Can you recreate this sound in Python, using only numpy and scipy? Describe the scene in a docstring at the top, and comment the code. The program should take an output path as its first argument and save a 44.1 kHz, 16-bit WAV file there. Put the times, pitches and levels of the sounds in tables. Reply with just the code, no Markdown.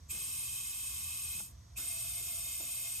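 """Close above an engine bay, compressed air is let into the intake tubing in two long bursts.
Each jet is noise, hissing broadly and through narrow resonances of fitting and tubes; the valve opens
with spits of filtered noise and is eased shut. A faint leak hisses throughout, also as noise.
In the second burst a weak hollow whistle, narrow-band noise, joins as pressure builds.
The hand rubs (noise) and knocks (decaying sines) the hose; a far motor drones in sines over rumble."""
import sys
import numpy as np
from scipy import signal
from scipy.fft import rfft, irfft
from scipy.io import wavfile
from scipy.ndimage import uniform_filter1d, map_coordinates

SR = 44100
rng = np.random.default_rng(int(sys.argv[2]) if len(sys.argv) > 2 else 0)


def transcribe(signal):
    """Save signal, clipped to [-1, 1], as a 16-bit WAV file at the path in sys.argv[1]."""
    frames = np.atleast_2d(signal).T
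    limited = np.clip(frames, -1, 1)
    pcm = np.round(limited * 32767).astype(np.int16)
    wavfile.write(sys.argv[1], SR, pcm)


N = 132300
TIME_S = np.arange(N) / SR
FREQ_HZ = np.maximum(np.arange(N // 2 + 1) * SR / N, 1)


def from_db(db):
    """Decibels to amplitude gain."""
    return 10 ** (np.asarray(db) / 20)


def across(rows):
    """Columns of a frequency table, interpolated over log frequency."""
    hz, *columns = np.transpose(rows)
    return [np.interp(np.log(FREQ_HZ), np.log(hz), column) for column in columns]


def level_over_time(rows):
    """Gain over time from rows of seconds and dB."""
    return from_db(np.interp(TIME_S, *np.transpose(rows)))


def drift(rate_hz):
    """Slow random signal with standard deviation 1, low-passed at the rate."""
    slow = irfft(rfft(rng.standard_normal(N)) / (1 + (FREQ_HZ / rate_hz) ** 2), N)
    return slow / slow.std()


def peak(centre_hz, width_hz):
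    """Resonance gain: 1 at the centre, 3 dB less at the edges of the width."""
    return 1 / (1 + (np.sqrt(2) - 1) * (2 * (FREQ_HZ - centre_hz) / width_hz) ** 2)


# Two microphone ports. Each row: frequency in Hz, likeness 0-1, left leads in rad,
# left minus right in dB.
PORT_ROWS = [(150, .98, 0, -1.5), (480, .35, .3, -2), (600, .35, .9, -1.5), (670, .45, 2.8, .5),
             (1100, .45, -.2, 1), (1600, .2, 0, -2.5), (2150, .8, .5, -2), (2650, .85, -.1, -4.5),
             (2900, .4, -1.1, 2), (3170, .8, .1, 2), (3550, .5, -.8, 1), (3850, .45, -3.2, -.5),
             (4600, .5, -1, -3.5), (5050, .3, .8, -5), (5950, .35, .7, -.3), (6500, .92, 0, 0),
             (7400, .99, 0, -.2), (8000, .88, .3, -.6), (8650, .92, 1.7, 0), (8950, .95, 2.2, 0),
             (9200, .99, 3.05, 0), (9650, 1, 3.14, 0), (10420, 1, 3.14, 0), (10700, .3, .8, 0),
             (11300, 1, 0, 0), (12750, 1, 0, 0), (13250, .8, 1, 0), (13800, .55, 2.6, 0),
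             (14250, 1, 3.14, 0)]


def port_mix():
    """Gains of shared noise (phase-split) and of each port's own noise, from the ports' likeness."""
    alike, lead_rad, pan_db = across(PORT_ROWS)
    alike = np.clip(alike, 0, .9995)
    sides = np.array([[1], [-1]])   # left, right
    pan = from_db(sides * pan_db / 2)
    pan = pan / np.sqrt(np.mean(pan ** 2, axis=0))
    shared = pan * np.sqrt(alike) * np.exp(.5j * sides * lead_rad)
    own = pan * np.sqrt(1 - alike)
    return shared, own


def turbulence(ports):
    """Spectrum of stereo noise, flat at 0 dB per Hz, as turbulent air reaches the ports."""
    shared, own = ports
    white = rfft(rng.standard_normal((3, N))) * np.sqrt(SR / 2)
    return shared * white[0] + own * white[1:]


WAVER_HZ = 4


def waver(spectrum, share):
    """Unsteady flow bends pitch: the noise is read at a speed drifting by this share."""
    place = np.arange(N) + np.cumsum(share * drift(WAVER_HZ))
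    sides = irfft(spectrum, N)
    return rfft([map_coordinates(side, [place], order=5, mode="mirror") for side in sides])


# Leak in open air. Each row: frequency in Hz, level in dB per Hz.
LEAK_SPECTRUM = [(140, -95.5), (280, -102), (400, -105), (700, -102), (820, -106), (1100, -99),
                 (1350, -107), (2000, -108), (2700, -113), (3700, -106), (5000, -106), (6100, -100),
                 (7500, -112), (8900, -106), (10500, -116), (15500, -119)]


def background(ports):
    """Steady leak: turbulence coloured as faint hiss."""
    return irfft(from_db(across(LEAK_SPECTRUM)[0]) * turbulence(ports), N)


SHAFT_HZ, SHAFT_WANDER_SHARE, SHAFT_WANDER_HZ = 19.85, 0.011, 2.16
DRONE_SWAY_DB, DRONE_SWAY_HZ = 3.5, 4.1
# Motor orders. Each row: multiple of the shaft rate, RMS level in dB before sway, pan and swell.
SHAFT_ORDERS = [(3, -68), (4, -63.5), (6, -67)]
# Low rumble. Each row: frequency in Hz, level in dB per Hz before the swell.
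RUMBLE_SPECTRUM = [(20, -110), (36, -95), (52, -75), (70, -75), (100, -79), (140, -84.5), (200, -96),
                   (300, -102), (1500, -160)]
# Swell of rumble and drone. Each row: time in seconds, gain in dB.
MOTOR_SWELL = [(0, 2), (.42, 0.5), (.55, -2), (.72, -5), (1, 1), (1.15, -0.5), (1.65, -0.5), (2, 1),
               (2.4, -1.5), (3, -4.5)]


def motor(ports):
    """Distant motor: sines at multiples of an unsteady shaft rate, swelling along with low rumble."""
    shaft_hz = SHAFT_HZ * (1 + SHAFT_WANDER_SHARE * drift(SHAFT_WANDER_HZ))
    turn_rad = 2 * np.pi * np.cumsum(shaft_hz) / SR
    drone = 0
    for order, db in SHAFT_ORDERS:
        level = np.sqrt(2) * from_db(db + DRONE_SWAY_DB * drift(DRONE_SWAY_HZ))
        drone = drone + level * np.sin(round(order) * turn_rad + rng.uniform(0, 2 * np.pi))
    rumble = irfft(from_db(across(RUMBLE_SPECTRUM)[0]) * turbulence(ports), N)
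    drone_pan = from_db([[-.8], [.8]])   # stronger on the right
    return level_over_time(MOTOR_SWELL) * (rumble + drone * drone_pan)


WHISTLE_HZ, WHISTLE_WIDTH_HZ, WHISTLE_OCTAVE_DB, WHISTLE_WAVER_SHARE = 673, 30, -14.5, .014
# Whistle of the filling tubes. Each row: time in seconds, RMS level in dB.
WHISTLE_LEVEL = [(0, -93), (1.75, -76), (1.83, -67.5), (2.08, -62.5), (2.22, -66), (2.35, -61.5),
                 (2.52, -69), (2.58, -71), (2.67, -63), (2.78, -68), (2.87, -63), (3, -85)]


def whistle(ports):
    """Tubes whistle: turbulence through a resonance and its octave, wavering in pitch."""
    colour = peak(WHISTLE_HZ, WHISTLE_WIDTH_HZ)
    colour = colour + from_db(WHISTLE_OCTAVE_DB) * peak(2 * WHISTLE_HZ, 2 * WHISTLE_WIDTH_HZ)
    note = irfft(waver(colour * turbulence(ports), WHISTLE_WAVER_SHARE), N)
    return level_over_time(WHISTLE_LEVEL) * note / note.std()


RIPPLE_DB, RIPPLE_WIDTH_HZ = 1.5, 45


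def ripple():
    """Reflections in the engine bay: narrow random peaks and dips over frequency, RMS gain 1."""
    size = int(RIPPLE_WIDTH_HZ * N / SR)
    bumpy = rng.standard_normal(len(FREQ_HZ))
    for _ in range(2):
        bumpy = uniform_filter1d(bumpy, size)
    gain = from_db(RIPPLE_DB * bumpy / bumpy.std())
    return gain / np.sqrt(np.mean(gain ** 2))


OPEN_S = 0.022
SURGE_DB, SURGE_S = 0.5, 0.25   # the hose's stored pressure gives a stronger start
FLUTTER_DB, FLUTTER_HZ, SWAY_DB, SWAY_HZ = 0.13, 30, 0.83, 10
TREBLE_SPLIT_HZ = 4500
# closing: down by CLOSE_FALL_DB after these times; a bend above 1 starts gently and speeds up
CLOSE_FALL_DB, CLOSE_LOW_S, CLOSE_HIGH_S = 26.5, 0.13, 0.13
CLOSE_LOW_BEND, CLOSE_HIGH_BEND = 1.1, 1.8   # treble holds longer at first
RESONANCE_WAVER_SHARE = .002
# Valve openings. Each row: opens in seconds, starts to close in seconds, level in dB,
# resonance shift in percent.
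VALVE_BURSTS = [(.087, 1.395, 0, 0.048), (1.754, 3.1, -0.19, -0.045)]
# Broad jet hiss. Each row: frequency in Hz, level in dB per Hz before ripple and burst level.
JET_SPECTRUM = [(250, -98), (450, -100.5), (800, -103), (1270, -101.5), (1400, -97), (1660, -100.5),
                (1930, -100), (2000, -96), (2280, -97), (3000, -89), (3370, -87.5), (3500, -93),
                (3800, -90), (4080, -95), (4250, -87.5), (4420, -92), (4700, -88.5), (5000, -89),
                (5350, -85), (6000, -87), (6900, -87), (7800, -83.5), (8000, -86), (9200, -80), (9750, -83),
                (10150, -84), (10450, -88), (10950, -90), (11120, -86), (11850, -84), (12100, -89),
                (13100, -86), (13750, -93), (14200, -88), (14900, -82), (15400, -85), (15700, -83)]
# Fitting and tube resonances. Each row: frequency in Hz before the shift, width in Hz,
# level in dB per Hz in the first burst, then in the second, before sway and burst level.
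TUBE_RESONANCES = [(820, 30, -96, -96), (930, 35, -93, -97), (1120, 95, -88.5, -91.5),
                   (2146, 26, -84, -78.5), (2515, 36, -76.5, -77.3), (2575, 48, -77.5, -80),
                   (2695, 36, -83, -82.5), (2975, 70, -85, -86), (3166, 30, -77, -80),
                   (3265, 45, -86.5, -86), (3630, 50, -84, -79), (3730, 45, -81.5, -81),
                   (3960, 70, -80, -82), (4592, 48, -89, -80), (5175, 32, -83, -79.5),
                   (5762, 32, -78.5, -76), (6505, 28, -78.5, -80), (7010, 130, -79.5, -77),
                   (7450, 90, -82, -84), (8195, 90, -73, -73.5), (8350, 120, -75.5, -73.5),
                   (8672, 38, -64, -62.3), (8790, 40, -75, -76), (8936, 34, -67.8, -68.3),
                   (9050, 100, -73, -73), (9520, 150, -70.5, -70.5), (10290, 100, -76, -76),
                   (12320, 120, -85, -82), (12835, 90, -78, -78.5), (13350, 200, -77, -74),
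                   (14040, 130, -84, -83), (14450, 210, -80, -78), (14780, 120, -74.5, -76)]


def closing_gain(closing_s, fall_s, bend):
    """Gain of the valve being eased shut."""
    return from_db(-CLOSE_FALL_DB * (closing_s / fall_s) ** bend)


def resonance_groups(ports, burst, shift_percent):
    """Jet noise ringing in every third resonance: three groups, swaying apart in pitch and level."""
    powers = []
    for hz, width_hz, *burst_db in TUBE_RESONANCES:
        shifted_hz = hz * (1 + shift_percent / 100)
        powers.append((from_db(burst_db[burst]) * peak(shifted_hz, width_hz)) ** 2)
    groups = []
    for first in range(3):
        ringing = np.sqrt(sum(powers[first::3])) * turbulence(ports)
        sway = from_db(SWAY_DB * drift(SWAY_HZ))
        groups.append((waver(ringing, RESONANCE_WAVER_SHARE), sway))
    return groups


def jet(ports):
    """Jet turbulence: broad hiss plus tube resonances under the valve's flow, lows and treble apart."""
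    out = 0
    broad = from_db(across(JET_SPECTRUM)[0]) * ripple()
    treble = 1 / (1 + (TREBLE_SPLIT_HZ / FREQ_HZ) ** 6)
    for burst, (opens_s, closes_s, db, shift_percent) in enumerate(VALVE_BURSTS):
        age_s = np.maximum(TIME_S - opens_s, 0)
        closing_s = np.maximum(TIME_S - closes_s, 0)
        flow_db = db + SURGE_DB * np.exp(-age_s / SURGE_S) + FLUTTER_DB * drift(FLUTTER_HZ)
        flow = np.minimum(age_s / OPEN_S, 1) ** 2 * from_db(flow_db)
        low_flow = flow * closing_gain(closing_s, CLOSE_LOW_S, CLOSE_LOW_BEND)
        high_flow = flow * closing_gain(closing_s, CLOSE_HIGH_S, CLOSE_HIGH_BEND)
        layers = [(broad * turbulence(ports), 1)]
        layers += resonance_groups(ports, burst, shift_percent)
        for air, sway in layers:
            lows = low_flow * irfft(air * (1 - treble), N)
            highs = high_flow * irfft(air * treble, N)
            out = out + sway * (lows + highs)
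    return out


# Spits as the valve unseats. Each row: peak in seconds, time from peak to 1/e in seconds,
# centre in Hz, width in Hz, peak level in dB per Hz.
VALVE_SPITS = [(0.109, 0.011, 2490, 160, -75.5), (0.11, 0.016, 7700, 1300, -78.5),
               (.112, 0.014, 14000, 2000, -77), (1.771, 0.01, 2570, 150, -73),
               (1.782, 0.012, 7600, 760, -80.5), (1.785, 0.0039, 8400, 450, -72),
               (1.783, .011, 14000, 3600, -82)]


def spits(ports):
    """Air through the still narrow valve gap: short bell-shaped puffs of band-shaped noise."""
    out, air = 0, turbulence(ports)
    for peak_s, length_s, hz, width_hz, db in VALVE_SPITS:
        envelope = from_db(db) * np.exp(-((TIME_S - peak_s) / length_s) ** 2)
        out = out + envelope * irfft(air * peak(hz, width_hz), N)
    return out


BUMP_RISE_S = 0.0064
# Hand rubbing the hose. Each row: start in seconds, decay to 1/e in seconds,
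# level in dB per Hz before rise and decay, centre in Hz, width in Hz.
HOSE_BUMPS = [(.125, 0.085, -84.5, 240, 380), (.125, 0.076, -94, 1470, 670), (1.34, 0.13, -81.5, 170, 138),
              (1.785, 0.055, -84.5, 260, 280.8), (1.779, 0.061, -85.5, 1400, 600),
              (2.2, 0.1, -89, 377, 220), (2.594, 0.051, -83.5, 633, 300), (2.598, 0.045, -82, 240, 157.4)]


def bumps(ports):
    """Friction on the hose: dull noise around one pitch, rising fast and dying away."""
    out, rub = 0, turbulence(ports)
    for start_s, decay_s, db, hz, width_hz in HOSE_BUMPS:
        age_s = np.maximum(TIME_S - start_s, 0)
        envelope = np.minimum(age_s / BUMP_RISE_S, 1) * np.exp(-age_s / decay_s)
        out = out + from_db(db) * envelope * irfft(rub * peak(hz, width_hz), N)
    return out


# Hand and trigger on the fitting. Each row: start in seconds, level in dB,
# frequency in Hz above which the contact is too soft to excite.
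FITTING_KNOCKS = [(.142, -52, 350), (1.403, -52.5, 1500), (1.413, -49, 220), (2.607, -57, 1000),
                  (2.631, -44, 200)]
# Modes of fitting and hose. Each row: frequency in Hz, level in dB re the knock,
# decay to 1/e in seconds.
FITTING_MODES = [(191, -4.5, .011), (675, -1, 0.0041), (865, 2, .006), (1400, 3, .004)]


def knocks():
    """Blows on the damped fitting: decaying sine modes, the high ones weaker for a soft contact."""
    out = 0
    for start_s, db, soft_hz in FITTING_KNOCKS:
        age_s = np.maximum(TIME_S - start_s, 0)
        for hz, mode_db, decay_s in FITTING_MODES:
            strength = from_db(db + mode_db) / np.hypot(1, (hz / soft_hz) ** 3)
            decay = np.exp(-np.minimum(age_s / decay_s, 20))
            out = out + strength * decay * np.sin(2 * np.pi * hz * age_s)
    return out


def scene():
    """Sum of all sources at the two ports."""
    ports = port_mix()
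    steady = background(ports) + motor(ports) + whistle(ports)
    air = jet(ports) + spits(ports)
    return steady + air + bumps(ports) + knocks()


LOW_CUT_HZ, CUTOFF_HZ = 34, 15750


def record(dry):
    """The microphone rolls off the deepest bass; a steep low-pass cuts the top."""
    low_cut = signal.butter(4, LOW_CUT_HZ, "high", fs=SR, output="sos")
    top_cut = signal.ellip(16, .1, 80, CUTOFF_HZ, fs=SR, output="sos")
    return signal.sosfilt(top_cut, signal.sosfilt(low_cut, dry))


dry = scene()
out = record(dry)
transcribe(out)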